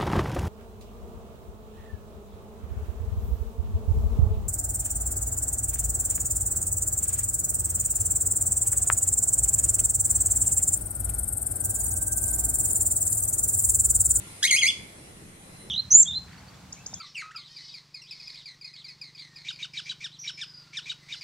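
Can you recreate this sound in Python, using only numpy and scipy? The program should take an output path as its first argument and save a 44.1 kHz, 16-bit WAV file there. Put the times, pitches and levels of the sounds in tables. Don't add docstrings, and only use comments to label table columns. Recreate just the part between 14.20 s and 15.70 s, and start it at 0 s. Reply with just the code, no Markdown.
import sys
import numpy as np
from scipy import signal
from scipy.fft import rfft, irfft
from scipy.io import wavfile
from scipy.ndimage import uniform_filter1d

SR = 44100
rng = np.random.default_rng(int(sys.argv[2]) if len(sys.argv) > 2 else 0)


def dump(signal):
    limited = np.clip(np.atleast_2d(signal).T, -1, 1)
    pcm = np.round(limited * 32767).astype(np.int16)
    wavfile.write(sys.argv[1], SR, pcm)


N = 66150
BAND_LIMIT_HZ = 15500

# t/s, f/Hz, level/dB, overtone gain/dB, flutter depth/0-1
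CALL_CONTOURS = [
    [(.224, 1454, -38, 0, 0.42), (.229, 1655, -31.5, 3, 0.42), (.2365, 1679, -31.5, 5, 0.2),
     (.2395, 1913, -26.5, 4, 0.42), (.248, 1960, -30.5, 3.5, 0.42), (.252, 2097, -19.5, 1.5, 0.21),
     (.262, 2158, -27, -4, 0.02), (.266, 2424, -30, 3.5, 0.06), (.273, 2654, -32.5, 3, 0),
     (.2765, 3027, -32, -15, 0), (.281, 3226, -23.5, -6, 0), (.289, 3265, -31, -6, 0.14),
     (.298, 3230, -24, -16, 0), (.303, 2860, -25.5, -14, 0), (.3055, 2460, -30, -13, .05)],
    [(.3065, 2354, -31, 4, 0), (.312, 2181, -17.5, 2, 0.06), (.319, 2096, -22.5, -4.5, 0.12),
     (.335, 2053, -21, -1, 0.11), (.343, 2135, -21, -4, 0.26), (.353, 2214, -21.5, 2.5, 0.02),
     (.358, 2346, -31, 0.5, 0.29), (.366, 2441, -22, -3, 0.26), (.371, 2705, -26, -4, 0.02),
     (.377, 3117, -29, -10, .1), (.387, 3200, -20, -10.5, 0.09), (.398, 3388, -27.5, 1, 0.11),
     (.410, 3187, -25, -12, 0), (.415, 2976, -27.5, -18, 0.14), (.4185, 2550, -20, -14, .05)],
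    [(.4195, 2410, -20, 9, .1), (.4225, 2217, -24, -10.5, 0.1), (.432, 2127, -19, -3, 0.18),
     (.443, 2066, -20, -8, 0.2), (.455, 2162, -23, -4.5, 0.22), (.465, 2252, -21, -3.5, 0.34),
     (.470, 2488, -28.5, 4.5, 0), (.477, 2790, -29.5, 5, 0.2), (.4795, 3016, -30, -1, 0.1),
     (.482, 3310, -21, -14, 0.14), (.487, 3423, -18, -21, 0), (.495, 3462, -24.5, -24, 0),
     (.502, 3370, -23, -16, 0.1), (.5045, 3070, -26, -15, 0.14), (.508, 2670, -22.5, -14, .05)],
]
# t/s of one flutter dip, flutter f/Hz, tilt/dB per harmonic
SWINGS = [(0.2377, 91.8, 1), (0.33, 97.5, 0), (0.4507, 96.3, -2)]
# f/Hz, overtone gain/dB
TRACT_RESPONSE = [(1500, 4), (3200, 2.5), (3900, 4.5), (4300, -5.5), (4700, -2.5), (5300, -1), (5800, -8),
                  (6500, -1.5), (7500, -11.5), (8600, -5), (9400, -9), (10300, -6.5), (12000, -18.5),
                  (14500, -36)]
FLUTTER_PITCH_RATIO, FLUTTER_DB = .11, 23.5
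JITTER_RATIO, SHIMMER_DB, RASP_SHARE, BREATH_DB = 0.0085, 2.5, .25, -35
ONSET_S, RELEASE_S = 0.0022, 0.00132


def cockatiel():
    out = np.zeros(N)
    for contour, (dip_s, flutter_hz, tilt_db) in zip(CALL_CONTOURS, SWINGS):
        times, *columns = np.transpose(contour)
        t = np.arange(times[0], times[-1], 1 / SR)
        n = len(t)
        hz, db, overtone_db, depth = (uniform_filter1d(np.interp(t, times, c), 60) for c in columns)
        flutter_phase = 2 * np.pi * flutter_hz * (t - dip_s)
        flutter_db = FLUTTER_DB * depth * (abs(np.sin(flutter_phase / 2)) - 2 / np.pi)
        vibrato = FLUTTER_PITCH_RATIO * depth * np.sin(flutter_phase)
        hz = hz * (1 + vibrato + JITTER_RATIO * wander(n, 0.003))
        phase = 2 * np.pi * np.cumsum(hz) / SR
        overtones = np.zeros(n)
        for k in range(2, 9):
            colour_db = at_hz(TRACT_RESPONSE, k * hz) + tilt_db * (k - 3)
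            gain = amp(colour_db + SHIMMER_DB * wander(n, 0.0038)) * (k * hz < BAND_LIMIT_HZ)
            rasp = 1 - RASP_SHARE + RASP_SHARE * wander(n, 0.001)
            overtones += gain * rasp * np.sin(k * phase)
        breath = amp(BREATH_DB) * wander(n, 0.00015) * np.sin(phase)
        gate = np.clip((t - times[0]) / ONSET_S, 0, 1) * np.clip((times[-1] - t) / RELEASE_S, 0, 1)
        voice = np.sqrt(2) * (np.sin(phase) + breath + amp(overtone_db) * overtones)
        out[round(times[0] * SR):][:n] += gate * amp(db + flutter_db) * voice
    return out


# f/Hz, level/dB
BALANCE = [(1600, 0), (2200, 3.5), (3300, 0.5), (4400, 0.5), (8500, -1), (13000, 4)]
# f/Hz, phase/rad
LEFT_LAG = [(1500, 0.51), (2200, 0.75), (3300, 1.03), (4300, 2.12), (6500, 1.96), (8600, 1.5),
            (12000, 1.93)]


def direct_path(bird):
    hz = np.fft.rfftfreq(N, 1 / SR)
    left_gain = amp(at_hz(BALANCE, hz) / 2) * np.exp(-.5j * at_hz(LEFT_LAG, hz))
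    return irfft(rfft(bird) * np.array([left_gain, 1 / left_gain]), N)


# delay/s, left level/dB, right level/dB
ECHOES = [(.0021, -20, -21), (.0047, -17.5, -12.5), (.0083, -34, -14.5), (.0125, -19.5, -13.5),
          (.019, -15, -17.5)]
# f/Hz, T60/s
ROOM_DECAY = [(1500, 0.21), (2200, 0.62), (3400, 0.51), (5000, 0.53), (8000, 0.36), (12000, 0.19)]
# f/Hz, gain/dB
ROOM_COLOUR = [(1500, -2), (2200, 1), (3400, -1), (4500, 2), (6500, 3.5), (9000, 3.5), (12000, 1.5)]
TAIL_DB, SCATTER_DB, SCATTER_T60_S = -16.5, -14, 0.17


def room(bird):
    taps = np.zeros((2, SR))
    arrivals = np.arange(200, SR - 20, 20) + rng.integers(0, 20, (2, (SR - 201) // 20))
    np.put_along_axis(taps, arrivals, rng.choice([-1., 1.], arrivals.shape), 1)
    hz, t, spectra = signal.stft(taps, SR, nperseg=256)
    decay = amp(-60 * t / at_hz(ROOM_DECAY, hz)[:, None])
    tail = signal.istft(spectra * decay, SR, nperseg=256)[1]
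    tail = tail[:, :SR] * amp(TAIL_DB) / np.linalg.norm(tail[0])
    scatter = taps * amp(-60 * np.arange(SR) / SR / SCATTER_T60_S)
    scatter *= amp(SCATTER_DB) / np.linalg.norm(scatter[0])
    colour = amp(at_hz(ROOM_COLOUR, np.fft.rfftfreq(SR, 1 / SR)))
    response = irfft(rfft(tail + scatter) * colour, SR)
    for delay_s, left_db, right_db in ECHOES:
        response[:, round(delay_s * SR)] += amp([left_db, right_db])
    return signal.fftconvolve(bird[None], response, axes=1)[:, :N]


# f/Hz, relative density/dB
RUMBLE_SPECTRUM = [(12, -58), (20, -11), (27, -23), (59, 4), (97, -8.5), (171, -1), (209, -9.5),
                   (286, -7.5), (325, -7), (356, -10), (741, -16), (1600, -23), (2080, -16), (3520, -120)]
HISS_SPECTRUM = [(710, -9), (1200, -5.5), (1760, -9.5), (2210, -1.5), (3180, -5), (4240, -8.5), (5420, -8),
                 (7200, -7.5), (8960, -2.5), (9870, -3), (11300, -7), (12300, -16), (14000, -23.5),
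                 (15500, -30)]
# t/s, level/dB
RUMBLE_LEVEL = [(0, -51.5), (.5, -51), (.9, -49.5), (1.2, -51), (1.5, -50)]
HISS_LEVEL = [(0, -50), (.2, -51), (.6, -54), (.9, -55.5), (1.2, -57.5), (1.5, -56)]
# f/Hz, left-right correlation
CORRELATION = [(60, 0.77), (130, 1), (290, 0.79), (640, 0.12), (1410, -0.3), (3100, -0.099), (6820, -0.075),
               (15000, -0.25)]
PATCH_DB = 2


def rumble_and_hiss():
    out = np.zeros((2, N))
    frames, hz = N // 256 + 5, np.fft.rfftfreq(1024, 1 / SR)
    correlation = np.clip(at_hz(CORRELATION, hz), -1, 1)[:, None]
    for spectrum, envelope in (RUMBLE_SPECTRUM, RUMBLE_LEVEL), (HISS_SPECTRUM, HISS_LEVEL):
        left_re, left_im, other_re, other_im, patches = rng.standard_normal((frames, 513, 5)).T
        left = left_re + 1j * left_im
        right = correlation * left + np.sqrt(1 - correlation ** 2) * (other_re + 1j * other_im)
        patches = unit_rms(uniform_filter1d(uniform_filter1d(patches, 10, axis=0), 12, axis=1))
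        colour = amp(at_hz(spectrum, hz)[:, None] + PATCH_DB * patches)
        noise = signal.istft(np.array([left, right]) * colour, nperseg=1024, noverlap=768)[1][:, :N]
        out += amp(over_time(envelope)) * noise / np.std(noise.mean(0))
    return out


# [(t/s, level/dB)]
WHINES = [(4056, 6.4, [(0, -70), (.2, -61.5), (.6, -70), (1.1, -74), (1.3, -69), (1.44, -62.5),
          (1.5, -70)]), (9620, 6.9, [(0, -64), (.1, -62), (.2, -58), (.7, -70), (.84, -62), (1., -74),
          (1.17, -70), (1.24, -59.5), (1.31, -68.5), (1.44, -57), (1.5, -77)]), (1385, 3.3, [(.03, -69.5),
          (.08, -60.5), (.16, -70.5), (.19, -90)]), (99.6, 3.4, [(0, -54), (.35, -57.5), (.75, -58),
          (1., -66.5), (1.5, -69)])]
WAVER_DB = 3.5


def whines():
    out = np.zeros((2, N))
    for hz, wobble_hz, envelope in WHINES:
        phase = 2 * np.pi * np.cumsum(hz + wobble_hz * wander(N, 0.018)) / SR
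        db = over_time(envelope) + WAVER_DB * wander(N, 0.04)
        out += np.sqrt(2) * amp(db) * np.sin(phase)
    return out


def amp(db):
    return 10 ** (np.asarray(db) / 20)


def unit_rms(x):
    return x / np.sqrt(np.mean(x ** 2) + 1e-20)


def at_hz(points, hz):
    f, value = np.transpose(points)
    return np.interp(np.log(hz + 1), np.log(f + 1), value)


def over_time(points):
    return np.interp(np.arange(N) / SR, *np.transpose(points))


def wander(count, smooth_s):
    size = max(int(smooth_s * SR), 1)
    return unit_rms(uniform_filter1d(uniform_filter1d(rng.standard_normal(count), size), size))


def scene():
    bird = cockatiel()
    return direct_path(bird) + room(bird) + rumble_and_hiss() + whines()


def record(dry):
    lowpass = signal.firwin(511, BAND_LIMIT_HZ, window=("kaiser", 9), fs=SR)
    return signal.oaconvolve(dry, lowpass[None], "same")


dry = scene()
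out = record(dry)
dump(out)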